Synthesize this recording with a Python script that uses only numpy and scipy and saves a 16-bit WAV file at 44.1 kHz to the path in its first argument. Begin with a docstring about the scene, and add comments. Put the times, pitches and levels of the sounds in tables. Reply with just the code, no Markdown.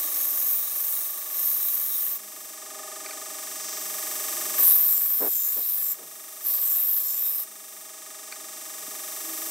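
"""In a workshop, close to a running belt grinder, a steel blade is pressed on the belt three times.
The belt repeats its hiss and the knock of its splice every lap; the drive whines and sags under load.
Grit tears at the steel, which rings very high, first on one face, then twice on the other.
Faint hums, three ticks, puffs of air on the microphone and one soft bump pass by.
Gain control ducks the machine under each pass and lets it swell again in the pauses."""
import sys
import numpy as np
from scipy import signal
from scipy.fft import rfft, irfft
from scipy.io import wavfile
from scipy.ndimage import uniform_filter1d

SR = 44100
rng = np.random.default_rng(int(sys.argv[2]) if len(sys.argv) > 2 else 0)


def generate_wav(sig):
    """Save sig (samples, or channels by samples) to the path in sys.argv[1] as 16-bit PCM at SR."""
    pcm = np.round(np.clip(np.atleast_2d(sig).T, -1, 1) * 32767).astype(np.int16)
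    wavfile.write(sys.argv[1], SR, pcm)


N = 418950
T, BIN_HZ = np.arange(N) / SR, np.fft.rfftfreq(N, 1 / SR)
LAP_HZ, WHINE_CYCLES_PER_LAP, BAND_LIMIT_HZ = 23.45, 47.48, 15760
LAP_HARMONICS_HZ = np.arange(0, BAND_LIMIT_HZ + 500, LAP_HZ)


def amp(db):
    """Decibels to gain."""
    return 10 ** (np.asarray(db) / 20)


def unit(x):
    """Scales to rms 1."""
    return x / np.sqrt(np.mean(abs(x) ** 2) + 1e-20)


def curve(points, t=T):
    """An automation curve read at the times t."""
    return np.interp(t, *np.transpose(points))


def spectrum_db(points, hz):
    """An EQ curve read on a log-frequency axis."""
    f, db = np.transpose(points)
    return np.interp(np.log(hz + 1), np.log(f), db)


def bell(x, centre, width):
    """A smooth hump of height 1."""
    return np.exp(-2 * ((x - centre) / width) ** 2)


def peaks_db(peaks, hz):
    """The boost or cut of a set of resonances."""
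    return sum(db / (1 + (2 * (hz - f) / width) ** 2) for f, width, db in peaks)


def eq(x, gain_db):
    """Filters x by one gain per bin of BIN_HZ."""
    return irfft(rfft(x) * amp(gain_db), N)


def moving_eq(x, gain_db):
    """Filters x by gain_db(f, t), which moves in time."""
    f, t, frames = signal.stft(x, SR, nperseg=512, noverlap=384)
    return signal.istft(frames * amp(gain_db(f[:, None], t)), SR, nperseg=512, noverlap=384)[1][:N]


def noise(points):
    """Steady noise of a given spectrum, rms 1."""
    return unit(eq(rng.standard_normal(N), spectrum_db(points, BIN_HZ)))


def drift(rate_hz):
    """A random wobble, rms 1."""
    return unit(irfft(rfft(rng.standard_normal(N)) * bell(BIN_HZ, 0, 2 * rate_hz), N))


def looped(harmonics, laps, size=16384):
    """Plays one lap of the belt over and over."""
    return unit(np.interp(laps % 1, np.arange(size) / size, irfft(harmonics, size)))


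# Belt speed, as the pitch of the drive whine: t/s, f/Hz
WHINE_PITCH = [(0.0, 1125.8), (0.06, 1130.0), (0.16, 1114.1), (0.48, 1109.5), (0.56, 1134.2), (0.7, 1132.8),
               (0.78, 1109.8), (0.86, 1116.8), (0.96, 1132.4), (1.24, 1134.6), (1.3, 1108.0),
               (1.42, 1113.2), (1.58, 1111.6), (1.65, 1132.5), (1.76, 1110.7), (1.9, 1135.8),
               (2.06, 1114.4), (2.18, 1123.9), (2.28, 1114.4), (3.2, 1113.0), (4.56, 1108.7),
               (4.67, 1098.1), (4.85, 1115.5), (5.5, 1114.3), (5.68, 1135.8), (5.92, 1114.1),
               (5.99, 1127.1), (6.41, 1127.1), (6.46, 1100.5), (6.8, 1112.7), (6.89, 1126.0), (7.0, 1110.2),
               (7.2, 1108.7), (7.27, 1120.2), (7.45, 1140.4), (7.55, 1128.6), (8.2, 1122.3), (9.5, 1117.5)]
def belt_laps(start_lap=0.211):
    """Counts the laps of the belt, which slows whenever the hand leans on the blade."""
    return start_lap + np.cumsum(curve(WHINE_PITCH)) / SR / WHINE_CYCLES_PER_LAP


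# Tone of the belt's hiss: f/Hz, level/dB
HISS_SPECTRUM = [(150, -37), (400, -3), (950, -7.5), (1450, -3), (2200, 0), (3000, -0.5), (4200, -2),
                 (5500, 8.5), (7000, 4), (8300, 9.5), (10500, 0), (13200, -0.5), (14500, -1), (15700, -6)]
# Resonances in the hiss: f/Hz, width/Hz, boost/dB
HISS_PEAKS = [(3530, 130, 5), (3573, 150, 9.5), (6020, 140, 0), (6550, 71, 9.5), (7490, 75, 10),
              (7740, 42, 10.5), (7964, 99, 8.5), (8310, 100, 13), (8490, 240, 3.5)]
# High shelf riding on the hiss: t/s, boost/dB
HISS_SHELF = [(2.47, 9.5), (2.6, 5), (3.2, 5), (3.55, 8), (3.9, 10), (6.4, 10.5), (7.82, 8.5), (7.92, 5),
              (8.3, 4.5), (8.9, 8), (9.5, 11.5)]
def belt_hiss(laps, level_db=-23, air_db=-15, swell_db=1.32, swell_lap=0.13):
    """The same grit passes every lap, so the hiss loops, swelling behind the splice, over fresh air."""
    hz = LAP_HARMONICS_HZ
    scatter_db = 4 * np.minimum(rng.standard_normal(len(hz)), 1.6)
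    grit = amp(spectrum_db(HISS_SPECTRUM, hz) + peaks_db(HISS_PEAKS, hz) + scatter_db)
    hiss = looped(grit * np.exp(2j * np.pi * rng.random(len(hz))) * (hz > 130), laps)
    hiss *= amp(swell_db * np.cos(2 * np.pi * (laps - swell_lap)))
    air = signal.sosfilt(signal.butter(4, 200, "high", fs=SR, output="sos"), noise(HISS_SPECTRUM))

    def tone_db(f, t):
        shelf_db = curve(HISS_SHELF, t) * np.clip((f - 8500) / 3500, 0, 1)
        # the blade swings past the microphone: its reflection lifts the middle and sweeps a notch
        notch_hz = 11200 - 8000 * (t - 3.71)
        reflection_db = 4 * bell(f, 5500, 2200) - 9 * bell(f, notch_hz, 1700)
        return level_db + shelf_db + bell(t, 3.69, 0.16) * reflection_db
    return moving_eq(hiss + amp(air_db) * air, tone_db)


# Wheels and frame, rung in turn by the splice: f/Hz, width/Hz, level/dB, delay/s
FRAME_MODES = [(393.5, 11, -7, 0.00481), (624.2, 22.4, 0.5, 0.00902), (782.7, 7.8, -5.5, .012),
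               (824, 4.2, -6.5, 0.013), (1229, 29.8, 2, 0.0003), (1766, 39, -6.5, 0.00344)]
# The splice's crack on the wheel and its softer follow-up: f/Hz, width/Hz, level/dB, delay/s
CRACK_MODES = [(2200, 450, -11, -.0005), (3050, 700, -14, -.0005), (1800, 250, -15, .003),
               (3900, 700, -19, .0098)]
# The microphone leans over the wheel twice, bringing up knock and rush: t/s, nearness/0-1
MIC_NEARNESS = [(2.52, 0), (2.78, 0.89), (3.1, 0.67), (3.5, 0), (4.4, 0), (7.65, 0.06), (8.2, 0.15),
                (8.8, 0)]
def splice(laps, knock_db=-35.5, near_db=7.5, crack_db=-40.5, uneven_db=1.0, loaded_pitch=0.98):
    """Once a lap the belt's joint cracks and knocks over the wheels; the knock drops under the blade."""
    hz = LAP_HARMONICS_HZ

    def struck(modes, pitch=1, rise_to_decay=4.45):
        ring = 0
        for f, width, db, delay in modes:
            detune = 2j * (hz - f * pitch) / width
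            mode = 1 / (1 + detune) / (1 + detune / rise_to_decay)  # swells, then dies away
            ring = ring + amp(db) * unit(mode * np.exp(-2j * np.pi * hz * delay))
        return looped(ring * (hz > 200), laps)
    load = np.clip(blade_load(), 0, 1)
    knock = np.sqrt(1 - load) * struck(FRAME_MODES) + np.sqrt(load) * struck(FRAME_MODES, loaded_pitch)
    knock *= amp(knock_db + near_db * curve(MIC_NEARNESS))
    crack = struck(CRACK_MODES) * amp(crack_db)
    return (knock + crack) * amp(uneven_db * drift(32))


# Low rush of the wheels: f/Hz, level/dB
RUSH_SPECTRUM = [(25, -46), (100, -40), (120, -20), (160, -18.5), (200, -11), (320, 2.5), (460, -6),
                 (560, -10), (1000, -8), (2500, -12.5), (6000, -17)]
def drive(laps, whine_db=-45.5, load_db=8, waver_db=1.5, rush_db=-38.5, near_db=2.5):
    """The whine of the drive, louder under load, over the rush of the wheels."""
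    whine = np.sqrt(2) * np.sin(2 * np.pi * WHINE_CYCLES_PER_LAP * laps)
    whine *= amp(whine_db + load_db * blade_load() + waver_db * drift(62))
    rush = noise(RUSH_SPECTRUM) * amp(rush_db + near_db * curve(MIC_NEARNESS))
    return whine + rush


# Low gliding hums: start/s, end/s, first f/Hz, last f/Hz, relative level/dB
HUM_GLIDES = [(-.2, 0.735, 320, 249, -47), (1.404, 2.615, 230.4, 188, -51), (3.313, 4.294, 188, 181, -58.5),
              (4.307, 5.892, 204, 170.4, -51), (5.605, 6.29, 173.8, 153, -51.5),
              (6.999, 8.204, 240, 173, -52.5), (8.108, 9.312, 170, 180, -58.5),
              (8.893, 9.993, 318, 328, -43)]
def hums(level_db=-2, waver_db=3.0):
    """Faint low tones swell and fade, most of them sagging in pitch."""
    out = np.zeros(N)
    for start, end, first_hz, last_hz, db in HUM_GLIDES:
        progress = np.clip((T - start) / (end - start), 0, 1)
        phase = 2 * np.pi * np.cumsum(first_hz + (last_hz - first_hz) * progress) / SR
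        out += amp(db) * 2 * np.sin(np.pi * progress) * np.sin(phase)
    return out * amp(level_db + waver_db * drift(9))


def contact_db(bite, t, land_db_per_s=396, lift_db_per_s=750):
    """The gate of one pass: 0 dB with the blade on the belt, falling away fast on either side."""
    start, end = bite[0][0], bite[-1][0]
    return -land_db_per_s * np.maximum(start - t, 0) - lift_db_per_s * np.maximum(t - end, 0)


def blade_load():
    """1 while the blade is on the belt, 0 while the belt runs free."""
    return sum(amp(contact_db(bite, T)) for bite in PASS_BITES)


def grit_strikes(laps, grain_db=-0.5, spots_db=1.2, flutter_db=0.28, splice_db=4, ripple_db=2.5):
    """Grit hits the steel in clumps; the belt's high spots and its splice bite harder once a lap."""
    hz = LAP_HARMONICS_HZ
    phases = np.exp(2j * np.pi * rng.random(len(hz)))
    high_spots = looped(phases * (hz > 0) / (1 + (hz / 350) ** 2), laps)
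    clumps_db = grain_db * drift(1600) + spots_db * high_spots + flutter_db * drift(25)
    clumps_db += splice_db * bell(laps % 1, centre=0.024, width=0.0067)
    strikes = rng.standard_normal(N) * amp(clumps_db)
    # the blade's many small, close modes ripple the spectrum
    mode_hz = np.arange(1000) * 45
    ripple = np.interp(BIN_HZ, mode_hz, rng.standard_normal(len(mode_hz)))
    return unit(eq(strikes, ripple_db * ripple))


# Ring of the blade held on its first face: f/Hz, width/Hz, boost/dB
FIRST_FACE_MODES = [(3780, 420, 7), (4420, 160, 1), (5540, 510, 16.5), (6560, 530, 14), (7550, 200, 10),
                    (8140, 240, 13.5), (9200, 470, 7), (9900, 1100, 2.5), (10700, 160, 2),
                    (12500, 320, 6.5), (13330, 1040, 15)]
# Change in that ring as the blade only skims the belt: f/Hz, width/Hz, gain/dB
SKIM_MODES = [(16000, 1200, 14), (3720, 350, 6), (12700, 2000, -3.5)]
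def first_face_db(f, t, free_hz=1135, sag_hz=24):
    """The first face rings thinner and higher whenever the hand eases off and the belt speeds up."""
    pressure = np.clip((free_hz - curve(WHINE_PITCH, t)) / sag_hz, 0, 1)
    return peaks_db(FIRST_FACE_MODES, f) + (1 - pressure) * peaks_db(SKIM_MODES, f)


# Flares of ring at the contact spot: t/s, length/s, f/Hz, width/Hz, boost/dB
RING_FLARES = [(.3, 0.43, 6450, 700, 2.5), (0.523, 0.21, 14700, 1300, 7.5), (2.144, 0.11, 14600, 1400, 8.5),
               (4.688, 0.085, 11000, 1700, 9.5), (4.722, 0.038, 3750, 250, 14),
               (4.962, 0.14, 7300, 1320, 11.5), (5.41, 0.28, 6960, 1530, 16),
               (5.897, 0.19, 7330, 1100, 13.5), (6.475, 0.19, 11700, 1300, 8.5),
               (6.513, 0.25, 5000, 1100, 11), (6.703, 0.15, 7300, 2000, 7.5), (6.8, 0.27, 15800, 1790, -1),
               (6.852, 0.95, 3780, 800, 2.5), (7.114, 0.19, 6670, 1970, 13), (7.367, 0.2, 9500, 900, 3)]
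def flares_db(f, t, length_share=0.84, glide=0.079):
    """As the blade rocks, a ring swells, sinks in pitch with the pressure and climbs as it fades."""
    out = 0
    for at, length, centre, width, db in RING_FLARES:
        swell = bell(t, at, length_share * length)
        ring_hz = centre * (1 + glide * (1 - swell))
        out = out + db * swell * bell(f, ring_hz, width)
    return out


# Bite of the blade into the belt, one curve a pass: t/s, level/dB
PASS_BITES = [
    [(0, -21), (.1, -21.5), (.19, -18), (.4, -17.5), (.51, -16.5), (.62, -19), (.73, -19.5), (.86, -16),
     (.96, -15), (1.1, -22.5), (1.28, -25), (1.46, -15), (1.6, -15.5), (1.76, -14.5), (1.87, -16.5),
     (1.99, -13.5), (2.1, -17), (2.17, -25)],
    [(4.6, -19.5), (4.67, -15), (4.92, -11), (5.05, -12.5), (5.2, -13), (5.48, -12.5), (5.72, -13),
     (5.86, -13.5), (5.925, -13.5)],
    [(6.47, -15.5), (6.6, -16), (6.74, -10), (6.95, -8.5), (7.05, -13.5), (7.16, -15), (7.25, -11.5),
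     (7.36, -13.5), (7.43, -17)],
]
# Raw scrape of grit on steel, under the blade's ring: f/Hz, level/dB
SCRAPE_SPECTRUM = [(60, -41), (400, -14.5), (1500, -7), (3000, -5.5), (4300, -6), (5300, -12.5), (7000, -4),
                   (9000, 3.5), (10500, 5.5), (11800, 8), (13400, 7), (14400, 14), (15700, 8)]
def grinding(laps, bite, face_db, level_db=-2, knee_db=-19, squash=0.56, wander_db=1.58):
    """One pass of the blade: a scrape of grit, coloured by the ringing steel."""
    def tone_db(f, t):
        bite_db = curve(bite, t) + contact_db(bite, t)
        # pressing harder feeds mostly the highest ring, so the bands below are held back
        held_db = squash * np.maximum(bite_db - knee_db, 0) * np.clip((12500 - f) / 2500, 0, 1)
        steel_db = spectrum_db(SCRAPE_SPECTRUM, f) + face_db(f, t) + flares_db(f, t)
        # the wandering contact favours now some modes, now others
        patches = uniform_filter1d(rng.standard_normal((len(f), len(t))), size=5, axis=0)
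        wander = unit(uniform_filter1d(patches, size=40, axis=1))
        return level_db + bite_db - held_db + steel_db + wander_db * wander
    return moving_eq(grit_strikes(laps), tone_db)


# Sharp ticks: t/s, relative level/dB
TICK_HITS = [(3.0615, -12), (3.1085, -13.5), (8.324, -8.5)]
# A tick's bright snap, then its lower clack: f/Hz, width/Hz, level/dB, delay/s
TICK_MODES = [(4500, 260, -1.5, 0), (2350, 90, -3, .0003), (1480, 200, -3, .0025), (2050, 150, -5, .003)]
def ticks(level_db=-2, scatter_db=-28, scatter_t60_s=0.072):
    """Short hard ticks, like crumbs of grit flung at the frame, scattered by nearby surfaces."""
    strikes, t = np.zeros(N), T[:4096]
    for at, db in TICK_HITS:
        strikes[round(at * SR)] = amp(db)
    ring = 0
    for hz, width, db, delay in TICK_MODES:
        age = np.maximum(t - delay, 0)
        ring = ring + amp(db) * np.sin(2 * np.pi * hz * age) * np.exp(-np.pi * width * age)
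    ring = signal.sosfilt(signal.butter(2, 700, "high", fs=SR, output="sos"), ring)
    paths = (t == 0) + amp(scatter_db - 60 * t / scatter_t60_s) * rng.standard_normal(len(t))
    return amp(level_db) * signal.oaconvolve(strikes, signal.fftconvolve(ring, paths))[:N]


# Ring of the blade held on its second face: f/Hz, width/Hz, boost/dB
SECOND_FACE_MODES = [(3640, 190, 4), (5420, 520, 9.6), (7400, 400, 5.7), (8180, 290, 13), (9850, 260, 3.4),
                     (11160, 130, 4.8), (12660, 1100, 6.1), (13470, 1390, 11.5)]
# Ring of the tip: f/Hz, width/Hz, full boost/dB
TIP_MODES = [(5210, 560, 10.5), (3750, 470, 4)]
def second_face_db(f, t):
    """The contact slides toward the tip, whose ring fades in over the first half of each pass."""
    slide = 0
    for bite in PASS_BITES[1:]:
        start, end = bite[0][0], bite[-1][0]
        slide = slide + np.interp(t, [start, (start + end) / 2], [0, 1]) * (t < end + 0.1)
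    return peaks_db(SECOND_FACE_MODES, f) + slide * peaks_db(TIP_MODES, f)


# Puffs of air: t/s, nominal length/s, level/dB
GUST_PUFFS = [(5.243, 0.022, -10.5), (5.586, 0.017, -25), (6.016, 0.027, -30.5)]
# Tone of a puff: f/Hz, level/dB
GUST_SPECTRUM = [(25, -45), (100, -44), (170, -19.5), (260, -4), (450, 0.5), (750, -5.5), (1200, -13.5),
                 (2200, -24.5), (4000, -41)]
def gusts():
    """Moving air buffets the microphone; each puff comes and goes abruptly."""
    envelope = sum(amp(db) * np.exp(-((T - at) / (1.79 * length)) ** 4) for at, length, db in GUST_PUFFS)
    return noise(GUST_SPECTRUM) * envelope


def gust_dips_db(f, t):
    """The low end dips briefly after each of the two stronger gusts."""
    return -(12 * bell(t, 5.365, 0.12) + 8 * bell(t, 5.69, 0.11)) / (1 + (f / 1400) ** 2)


def thump(at_s=8.884, hz=275, length_s=0.0043, level_db=-27):
    """A soft, dull bump of about one cycle."""
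    return amp(level_db) * bell(T, at_s, length_s) * np.sin(2 * np.pi * hz * (T - at_s))


# Stereo width, as side against mid: f/Hz, level/dB
SIDE_SPECTRUM = [(300, -40), (1200, -49), (2700, -43), (4200, -44.5), (5400, -48), (6500, -4.5),
                 (7500, -14), (8200, -64), (15000, -39.5)]
# Nearby surfaces cancel some bands and lift one: f/Hz, width/Hz, gain/dB
SURFACE_EQ = [(1402, 43, -6.5), (2904, 95, -2.5), (3498, 52, -16), (4120, 50, -3.5), (6200, 66, 4),
              (7340, 260, -2), (7690, 75, -5), (8345, 124, -20)]
def scene(left_pans_db=(0.7, 0.2)):
    """The belt's laps clock machine and blade. Nearly mono, with the first pass dead centre."""
    laps = belt_laps()
    sides = np.array([[1], [-1]])
    machine = belt_hiss(laps) + splice(laps) + drive(laps) + hums()
    mix = moving_eq(machine, gust_dips_db) + ticks() + thump() + gusts()
    for bite, pan_db in zip(PASS_BITES[1:], left_pans_db):
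        mix = mix + grinding(laps, bite, second_face_db) * amp(pan_db * sides)
    spread = 1j * amp(spectrum_db(SIDE_SPECTRUM, BIN_HZ))  # a quarter cycle off the mid
    mix += sides * irfft(rfft(mix.mean(0)) * spread, N)
    mix += grinding(laps, PASS_BITES[0], first_face_db)
    return eq(mix, peaks_db(SURFACE_EQ, BIN_HZ))


def gain_control(x, threshold_db=-31, slope=0.77, attack_s=0.25, release_db_per_s=5, first_cut_db=14.5):
    """Ducks everything under the loud grinding and creeps back up in the pauses."""
    hop = 256
    power = uniform_filter1d(x.mean(0) ** 2, size=2048)[::hop]
    power_db = 10 * np.log10(abs(power) + 1e-12)
    cut_db, cuts_db = first_cut_db, []
    for target_db in slope * np.maximum(power_db - threshold_db, 0):
        cut_db += hop / SR * max((target_db - cut_db) / attack_s, -release_db_per_s)
        cuts_db.append(cut_db)
    return x * amp(-np.interp(T, T[::hop], cuts_db))


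def record(dry):
    """Gain control, then a steep low-pass."""
    lowpass = signal.firwin(1023, BAND_LIMIT_HZ, window=("kaiser", 9), fs=SR)
    return signal.oaconvolve(gain_control(dry), lowpass[None], "same", axes=1)


dry = scene()
out = record(dry)
generate_wav(out)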